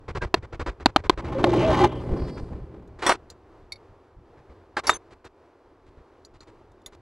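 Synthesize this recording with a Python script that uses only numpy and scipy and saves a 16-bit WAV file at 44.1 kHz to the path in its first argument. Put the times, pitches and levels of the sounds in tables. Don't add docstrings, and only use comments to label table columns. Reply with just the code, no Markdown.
import sys
import numpy as np
from scipy import signal
from scipy.fft import rfft, irfft, next_fast_len
from scipy.io import wavfile
from scipy.ndimage import map_coordinates

SR = 44100
rng = np.random.default_rng(int(sys.argv[2]) if len(sys.argv) > 2 else 0)


def transcribe(u):
    v = np.clip(np.atleast_2d(u).T, -1, 1)
    q = np.round(v * 32767).astype(np.int16)
    wavfile.write(sys.argv[1], SR, q)


N = 309141

# (time [s], low mode [Hz], relative level [dB],
# middle mode [Hz], relative level [dB], high mode [Hz], relative level [dB])
KNOCKS = [(0.342, 381, -13, 710, -14.5, 2700, -19.5), (0.8589, 356, -10.5, 835, -11, 4096, -17),
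          (0.9616, 301, -15, 711, -10.5, 3080, -19), (1.096, 334, -9.5, 1030, -13.5, 3400, -17.5),
          (1.4412, 355, -11, 690, -15.5, 3220, -24), (3.064, 404, -23.5, 835, -23, 3400, -36.5),
          (3.095, 645, -17.5, 945, -14.5, 3230, -29.5), (3.12, 592, -21.5, 1460, -20.5, 4005, -40),
          (4.769, 293, -47.5, 1560, -20.5, 4280, -37.5), (4.8941, 797, -17.5, 1240, -10.5, 3680, -27)]
# (frequency [Hz], relative density [dB per Hz])
THUD_SPECTRUM = [(15, -16.5), (35, 0.5), (70, -1.5), (130, -8), (220, -24.5), (600, -70.5), (2500, -110)]
# (frequency [Hz], relative density [dB per Hz])
RASP_SPECTRUM = [(300, -43), (600, -5), (1000, 1.5), (1600, -5), (2400, -10), (3200, -27), (7000, -81.5)]
# (frequency [Hz], relative density [dB per Hz])
GRIT_SPECTRUM = [(1500, -34), (2600, 1.5), (4200, 1), (5400, -5), (8500, -11), (10500, -23.5),
                 (16000, -37.5)]
# (time [s], load [0-1])
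LOAD = [(1.6, 0.32), (1.85, 0.93), (1.88, 0.36), (2.15, .05)]
DRONE_FROM_S = 1.205


def amp(db):
    return 10 ** (np.asarray(db) / 20)


def unit(x):
    return x / np.sqrt(np.mean(x ** 2) + 1e-20)


def along(points, hz):
    f, v = np.transpose(points)
    return np.interp(np.log(hz + 1), np.log(f + 1), v)


def curves(rows):
    s, *cols = np.transpose(rows)
    return [np.interp(np.arange(N) / SR, s, c) for c in cols]


def wobble(rate, size=N):
    knots = rng.standard_normal(int(size * rate / SR) + 4)
    return map_coordinates(knots, [np.arange(size) * rate / SR])


def filtered(x, response):
    n = x.shape[-1]
    m = next_fast_len(n + 8192)
    return irfft(rfft(x, m) * response(np.fft.rfftfreq(m, 1 / SR)), m)[..., :n]


def noise(spectrum, size=N):
    return unit(filtered(rng.standard_normal(size), lambda hz: amp(along(spectrum, hz))))


def contact(length, rise, release):
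    t = np.arange(int((length + 8 * release) * SR)) / SR
    return t, (1 - np.exp(-t / rise)) * np.exp(-np.maximum(t - length, 0) / release)


def over(x, length):
    return x * np.sqrt(length * SR / (np.sum(x ** 2) + 1e-20))


def add(track, s, sound):
    part = track[round(s * SR):][:len(sound)]
    part += sound[:len(part)]


def wavering(hz, width, size=N):
    phase = 2 * np.pi * hz * np.arange(size) / SR + 2.13 * wobble(width, size=size)
    return unit(np.sin(phase) * amp(2.5 * wobble(width, size=size)))


def workshop(level_db=0.5, restless_db=3.5):
    # (frequency [Hz], relative density [dB per Hz])
    hush_spectrum = [(12, -22.5), (22, -7), (50, -10.5), (85, -6), (180, -22.5), (360, -9.5), (600, -18),
                     (1000, -20), (2100, -34.5), (3300, -41.5), (4500, -44), (16000, -66.5)]
    # (time [s], level [dB])
    hush_level = [(4.8, -54.5), (5.6, -55.5)]
    # (time [s], mean boost [dB])
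    bass_boost = [(3.3, 3.5), (4.3, 1), (5.6, -6.5), (6.9, 2)]
    # (frequency [Hz], correlation [0-1])
    likeness = [(100, 1), (1000, 1), (3000, 1), (8000, 0.92), (13000, .6)]
    mid, side = (noise(hush_spectrum) * amp(1.5 * wobble(8.1)) for _ in range(2))
    bass = filtered(mid, lambda hz: 1 / (1 + (hz / 200) ** 4))
    mid = mid - bass + bass * amp(curves(bass_boost)[0] + restless_db * wobble(16))

    def turn(hz):
        return np.arccos(np.clip(along(likeness, hz), -1, 1)) / 2

    mid = filtered(mid, lambda hz: np.cos(turn(hz)))
    side = filtered(side, lambda hz: np.sin(turn(hz)))
    return amp(curves(hush_level)[0] + level_db) * np.array([mid + side, mid - side])


def loudness_db():
    # (time [s], level [dB])
    drone_level = [(1.48, -25), (1.708, -20.5), (1.746, -23.5), (1.856, -19.5), (1.884, -32.5),
                   (2.044, -36), (2.13, -29.5), (2.506, -45), (2.524, -40), (2.678, -51.5), (2.75, -46),
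                   (2.98, -57.5)]
    swell_db_per_s = 48
    before_s = np.maximum(drone_level[0][0] - np.arange(N) / SR, 0)
    return curves(drone_level)[0] - swell_db_per_s * before_s


def motor(scatter=.25, gas_db=-4, throb=0.16, rough_db=4.0, exhaust_db=-1.0, coasting_db=3, rasp_db=-12,
          rasp_load_db=9, overtone_db=-25, overtone_load_db=14, rumble_db=-20, rumble_growth=0.55, hiss_db=-67):
    # (time [s], rate [firings per s])
    firing_rate = [(1.2, 66), (1.45, 58.8), (1.62, 63), (1.85, 61.5), (2.1, 60), (3, 61)]
    # (centre [Hz], width [Hz], level [dB])
    pipe_modes = [(112.6, 9.4, -0.5), (234, 19, -6.5), (317.3, 120, -4), (379, 53, -3.5), (540, 33, -8),
                  (646.4, 10, -3)]
    # (frequency [Hz], relative density [dB per Hz])
    gas_spectrum = [(80, -36.5), (125, 0.5), (165, -9), (230, -17), (350, 8), (480, 1.5), (680, -10),
                    (950, -32.5), (2000, -71.5)]
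    # (time [s], amplitude share [0-1])
    evenness = [(1.2, .8), (2, 0.93), (2.15, 0.34)]
    # (frequency [Hz], relative density [dB per Hz])
    coasting_spectrum = [(70, -21), (110, 0.5), (170, 2), (260, -2), (400, -1), (700, -17), (1500, -66)]
    # (frequency [Hz], relative density [dB per Hz])
    motor_rasp = [(410, -37), (700, -4), (838, 5.5), (940, -4), (1060, 0), (1400, -11.5), (2060, -16),
                  (2220, -16), (2520, -18.5), (7320, -37.5), (15000, -51.5)]
    # (centre [Hz], width [Hz], relative level [dB])
    overtone_modes = [(1022, 50, 1.5), (1518, 100, -7.5), (1794, 13, -10), (2030, 47, -8.5),
                      (2350, 47, -12.5), (2900, 38, -16), (3320, 48, -16)]
    # (frequency [Hz], relative density [dB per Hz])
    rumble_spectrum = [(12, -13), (28, -1.5), (45, 2), (62, 7), (85, 5), (115, -1.5), (250, -64)]
    # (frequency [Hz], relative density [dB per Hz])
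    hiss_spectrum = [(2500, -43), (4100, -3), (4900, -2.5), (5600, -14.5), (9000, -12), (14000, -37)]
    hiss_from_s, hiss_hold_s, hiss_fade_db_per_s = 1.95, 0.46, 68

    t = np.arange(N) / SR
    level_db = loudness_db()
    load, = curves(LOAD)
    turns = np.cumsum(curves(firing_rate)[0] * (1 + 0.028 * wobble(18))) / SR
    firings = np.diff(np.floor(turns), prepend=0) * (1 + scatter * rng.standard_normal(N))

    def pipe(f):
        return sum((-1) ** k * amp(db) * 1j * f * width / (centre * centre - f * f + 1j * f * width)
                   for k, (centre, width, db) in enumerate(pipe_modes))

    def muffler(f):
        return 1 / (1 + (f / 900) ** 4)

    pulses = unit(filtered(firings, lambda f: pipe(f) * muffler(f)))
    throttle = np.clip(curves(evenness)[0], 0, 1)
    driven = unit(pulses + amp(gas_db) * noise(gas_spectrum))
    exhaust = throttle * driven + np.sqrt(1 - throttle ** 2) * noise(coasting_spectrum)

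    throbbing = 1 + throb * np.cos(2 * np.pi * turns)
    rasp = unit(noise(motor_rasp) * throbbing * amp(rough_db * wobble(110)))
    overtones = sum(amp(db) * wavering(hz, width) for hz, width, db in overtone_modes)
    drone = amp(exhaust_db + coasting_db * (1 - 2 * load)) * exhaust
    drone += amp(rasp_db + rasp_load_db * load) * rasp
    drone += amp(overtone_db + overtone_load_db * load) * overtones

    hum = sum(a * np.sin(2 * np.pi * k * turns) for k, a in ((1, 1.1), (2, 1.3), (3, .5)))
    rumble = amp(rumble_db + rumble_growth * level_db) * unit(noise(rumble_spectrum) + throttle * hum)

    fading_s = np.maximum(t - hiss_from_s - hiss_hold_s, 0)
    hiss = (t > hiss_from_s) * amp(hiss_db - hiss_fade_db_per_s * fading_s) * noise(hiss_spectrum)
    near, = curves([(DRONE_FROM_S - .05, 0), (DRONE_FROM_S + .05, 1), (2.95, 1), (3.35, 0)])
    return near * (amp(level_db) * drone + rumble + hiss)


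def rattle(level_db=-13, load_db=8, clatter_db=1, scatter_db=1.5, top_hz=7000):
    contacts_per_s = 420
    contacts = (rng.random(N) < contacts_per_s / SR) * amp(scatter_db * rng.standard_normal(N))
    t, held = contact(0.0018, rise=.0004, release=0.0029)
    clatter = amp(clatter_db) * noise(RASP_SPECTRUM, size=len(t))
    grain = (noise(GRIT_SPECTRUM, size=len(t)) + clatter) * held
    chatter = signal.fftconvolve(contacts, grain)[:N]
    chatter = filtered(chatter, lambda hz: 1 / np.hypot(1, (hz / top_hz) ** 2))
    shaken, = curves([(DRONE_FROM_S, 0), (1.55, 1), (1.86, 1), (1.9, 0)])
    shake_db = loudness_db() + level_db + load_db * (curves(LOAD)[0] - 1)
    return shaken * amp(shake_db) * unit(chatter)


def flares(trim_db=-1):
    # (time [s], length [s], centre [Hz], width [Hz], level before trim [dB])
    flare_events = [(0.21, 0.028, 1602, 70, -35), (1.346, 0.042, 529, 25.3, -28.5),
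                    (1.45, 0.037, 540, 50, -23), (1.478, 0.14, 363, 59.9, -22),
                    (1.621, 0.097, 640, 29.7, -21.5), (1.796, 0.073, 365, 30.5, -19),
                    (1.799, 0.0592, 803.6, 49.7, -21.5), (1.576, .087, 2620, 595, -39),
                    (1.856, 0.15, 3120, 510, -54.5), (2.162, .24, 4700, 695, -58.5)]
    out = np.zeros(N)
    for s, length, hz, width, db in flare_events:
        t, held = contact(length, rise=0.0042, release=0.0008)
        add(out, s, amp(db + trim_db) * over(wavering(hz, width, size=len(t)) * held, length))
    return out


def thumps():
    # (time [s], length [s], level [dB])
    thump_events = [(1.679, 0.039, -30), (2.093, 0.039, -22.5), (2.202, .05, -26.5), (2.41, 0.023, -30),
                    (2.49, 0.0648, -35), (2.605, 0.042, -37), (3.88, .05, -51), (4.164, 0.034, -47.5),
                    (4.487, .04, -51.5), (5.969, 0.051, -52)]
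    out = np.zeros(N)
    for s, length, db in thump_events:
        t, swell = contact(length, rise=0.0056, release=0.0033)
        add(out, s, amp(db) * over(noise(THUD_SPECTRUM, size=len(t)) * swell, length))
    return out


def stroke(length, force_db, mix, top_hz, thud_db=0, trim_db=-0.85, grain_db=1.56):
    # (frequency [Hz], relative density [dB per Hz])
    body_spectrum = [(70, -43.5), (160, -13), (350, 8), (560, 2), (800, -20.5), (2000, -70)]
    usual_force_db = -40
    t, heavy = contact(length, rise=.0045, release=.011)
    held = (1 - np.exp(-t / 0.0027)) * np.exp(-np.maximum(t - length, 0) / .0038)
    grip = held * amp(grain_db * wobble(400, size=len(t)) - 3 * t / length)
    thud, *friction = [db + trim_db + growth * (force_db - usual_force_db) for db, growth in mix]
    spectra = body_spectrum, RASP_SPECTRUM, GRIT_SPECTRUM
    rub = sum(amp(db) * over(noise(spectrum, size=len(t)) * grip, length)
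              for spectrum, db in zip(spectra, friction))
    rub = filtered(rub, lambda hz: 1 / np.hypot(1, (hz / top_hz) ** 2))
    return rub + amp(thud + thud_db) * over(noise(THUD_SPECTRUM, size=len(t)) * heavy, length)


def scrapes():
    # (time [s], force [dB])
    scuffs = [(.08, -39.5), (.149, -35), (.215, -34), (.25, -51.5), (.423, -46.5), (.524, -42), (.594, -36),
              (.661, -34.5), (.7, -53), (.798, -45), (1.037, -41), (1.174, -37.5), (1.243, -42),
              (1.38, -40.5), (2.368, -44), (4.37, -59), (4.495, -57), (5.97, -60.5)]
    # (time [s], force [dB])
    slides = [(2.27, -47), (2.987, -47.5), (3.02, -29.5), (3.064, -22), (3.09, -20.5), (3.124, -37.5),
              (3.295, -59), (4.766, -29), (4.835, -41), (4.87, -29.5), (4.905, -35), (4.937, -43.5),
              (5.106, -54.5), (5.243, -49), (5.861, -64.5), (6.337, -60), (6.404, -57), (6.47, -58),
              (6.858, -60), (6.921, -56)]
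    # (level at the usual force before trim [dB], growth [dB per dB of force])
    scuff_mix = [(-33.5, .95), (-39, 1.05), (-40, 1.2), (-52.5, 1.2)]
    slide_mix = [(-51.5, .22), (-42.5, .78), (-40, 1.015), (-49, 0.93)]
    scuff_top_hz, slide_top_hz = 8000, 15000
    stroke_s, run_on_s = .033, .046
    heavy_db = -16
    settle_after_s, settle_force_db, settle_thud_db = .011, -45.5, 3.5

    out = np.zeros(N)
    for strokes, mix, top_hz in (scuffs, scuff_mix, scuff_top_hz), (slides, slide_mix, slide_top_hz):
        gaps = np.diff([s for s, _ in strokes], append=np.inf)
        for (s, force_db), gap in zip(strokes, gaps):
            length = gap if gap < run_on_s else stroke_s
            add(out, s, stroke(length, force_db, mix, top_hz))
    for s, low_hz, low_db, *upper in KNOCKS:
        if low_db > heavy_db:
            settling = stroke(stroke_s, settle_force_db, scuff_mix, scuff_top_hz, thud_db=settle_thud_db)
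            add(out, s + settle_after_s, settling)
    return out


def steel_tick(size):
    # (frequency [Hz], relative density [dB per Hz])
    tick_spectrum = [(1200, -22), (2500, -10.5), (4400, 4), (8500, -1.5), (11000, -10), (16000, -18)]
    return noise(tick_spectrum, size=size)


def clinks(tap_db=-9, rough=0.41):
    # (frequency [Hz], mean relative level [dB], decay time t60 [s])
    socket = [(2130, -10, .15), (3430, -30.5, 0.32), (3720, -8.5, .14), (4580, 1.5, 0.13), (5530, 3.5, .11),
              (6295, -5.5, 0.41), (7550, -6, .15), (9900, -12, .2), (10502, -5, 0.14), (11500, -18, .15),
              (14130, -22.5, .1), (15880, -23, .1)]
    collar = [(3396, -7, .15), (6282, 0, .9), (9700, -6.5, .9)]
    wrench = [(1900, 4, .1), (2150, -18, 0.12), (3461, 4, 0.078), (4420, -9.5, 0.11), (5640, 1, 0.11),
              (6513, -10.5, 0.13), (8050, -3, 0.11), (8667, -5.5, .12), (9050, -10, 0.23),
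              (10440, -10, 0.072), (13800, -16.5, .08)]
    shaft = [(3680, -6.5, 0.48), (3643, 6.5, 0.081), (7120, 0, 0.059), (7299, -11.5, .15), (7900, -15, .3),
             (12710, -25, .15)]
    rocker = [(2210, -1.5, 0.051), (3700, -7.5, 0.051), (4130, -7, 0.047), (4310, -17, .05),
              (4500, -0.5, 0.047), (5550, -14, 0.052), (6250, -42, 0.2), (7300, -26, .06),
              (10200, -14, 0.039), (10550, -21, 0.039), (12000, -26, .035), (12700, -34, .04)]
    nut = [(2016, -11.5, 0.059), (3580, 5, 0.02), (4020, -7, .055), (5850, -6.5, 0.03), (6770, -1, 0.041),
           (9900, -15, .06), (10030, -9, 0.04), (10900, -14.5, 0.059), (13400, -12, 0.04),
           (14600, -21, 0.064)]
    washer = [(4150, 19.5, 0.012), (4650, 2, .05), (5790, -4.5, 0.06), (6320, -2, 0.039),
              (6780, -4.5, 0.061), (7300, -7, 0.089), (10500, -14, .05), (15200, -31, .04)]
    parts = {"socket": socket, "collar": collar, "wrench": wrench, "shaft": shaft,
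             "rocker": rocker, "nut": nut, "washer": washer}
    # (time [s], ring level [dB], tick level [dB], time until the hand stills it [s], part)
    clink_events = [(2.875, -67, -63.5, .01, "nut"), (3.0642, -25, -26, 0.073, "wrench"),
                    (3.0915, -34, -22, 0.026, "wrench"), (3.121, -40, -33.5, 0.018, "wrench"),
                    (3.301, -48, -40.5, 0.037, "washer"), (3.7209, -28, -38.5, .19, "rocker"),
                    (3.757, -48, -72, 0.016, "rocker"), (4.836, -59, -58, 0.04, "collar"),
                    (4.869, -26.5, -44, 0.047, "socket"), (4.894, -24.5, -21, 0.043, "shaft"),
                    (4.936, -37.5, -57.5, .033, "collar"), (5.25, -74.5, -52.5, .025, "washer"),
                    (6.249, -51, -50.5, 0.022, "washer"), (6.406, -54.5, -63, 0.023, "washer"),
                    (6.43, -65.5, -65, 0.018, "washer"), (6.717, -70.5, -67, .01, "nut"),
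                    (6.817, -67, -69, 0.0082, "nut"), (6.861, -34.5, -39.5, 0.028, "nut"),
                    (6.948, -66, -64, .008, "nut")]
    out = np.zeros(N)
    for s, ring_db, tick_db, length, part in clink_events:
        t, held = contact(length, rise=0.0009, release=0.0024)
        ring = np.zeros(len(t))
        for hz, level_db, t60 in parts[part]:
            strength = amp(level_db + rng.normal(0, 1) - 60 * t / t60)
            phase = 2 * np.pi * (hz * t + rng.random()) + rough * wobble(300, size=len(t))
            ring += strength * np.sin(phase)
        tick = steel_tick(len(t)) + amp(tap_db) * noise(RASP_SPECTRUM, size=len(t))
        add(out, s, held * (amp(ring_db) * ring + amp(tick_db - 60 * t / 0.036) * tick))
    return out


def knocks(crack_db=-7, clatter_db=-4, ring_db=-3.5, snap_db=1, rough=0.98):
    # (frequency [Hz], relative density [dB per Hz])
    crack_spectrum = [(1500, -25), (2700, -4), (4300, 1), (5200, -13), (8300, -18.5), (11000, -29),
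                      (16000, -33)]
    ring_s = .0085
    out = np.zeros(N)
    t, held = contact(ring_s, rise=0.00014, release=0.00099)
    size = len(t)
    for s, low_hz, low_db, mid_hz, mid_db, high_hz, high_db in KNOCKS:
        blow = np.zeros(size)
        for hz, db, fall_db in (low_hz, low_db, 9), (mid_hz, mid_db, 13), (high_hz, high_db, 24):
            phase = 2 * np.pi * hz * t + rough * wobble(hz / 3, size=size)
            mode = np.sin(phase) * held * amp(-fall_db * t / ring_s)
            blow += amp(db + ring_db) * over(mode, ring_s)
        clatter = noise(RASP_SPECTRUM, size=size) * held * amp(-12 * t / ring_s)
        crack = noise(crack_spectrum, size=size) * held * amp(-16 * t / ring_s)
        snap = noise(crack_spectrum, size=size) * held * np.exp(-t / 0.0029)
        blow += amp(mid_db + clatter_db) * over(clatter, ring_s)
        blow += amp(high_db + crack_db) * over(crack, ring_s)
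        blow += amp(high_db + snap_db) * over(snap, 0.0017)
        add(out, s, blow)
    return out


def decorrelation(x, tail_db=-36, t60=0.1, treble_db=-15):
    t = np.arange(SR // 4) / SR
    tail = rng.standard_normal((2, len(t))) * amp(-60 * t / t60)
    tail = filtered(tail, lambda hz: hz / (hz + 500))
    treble = rng.standard_normal((2, len(t))) * amp(-60 * t / .008)
    treble = filtered(treble, lambda hz: hz ** 2 / (hz ** 2 + 8000 ** 2))
    tails = amp(tail_db) * tail / np.linalg.norm(tail[0])
    tails += amp(treble_db) * treble / np.linalg.norm(treble[0])
    return signal.fftconvolve(x[None], tails, axes=1)[:, :N]


def scene(lag_s=.000018):
    centre = knocks() + scrapes() + clinks() + thumps()
    both = centre + decorrelation(centre) + motor() + rattle() + flares() + workshop()
    sides = np.array([[-1], [1]])
    return filtered(both, lambda hz: np.exp(1j * np.pi * hz * lag_s * sides))


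def record(dry):
    top_hz = 16300
    rounded = dry / (1 + np.abs(dry) ** 6) ** (1 / 6)
    return filtered(rounded, lambda hz: np.clip((top_hz - hz) / 600 + .5, 0, 1))


dry = scene()
out = record(dry)
transcribe(out)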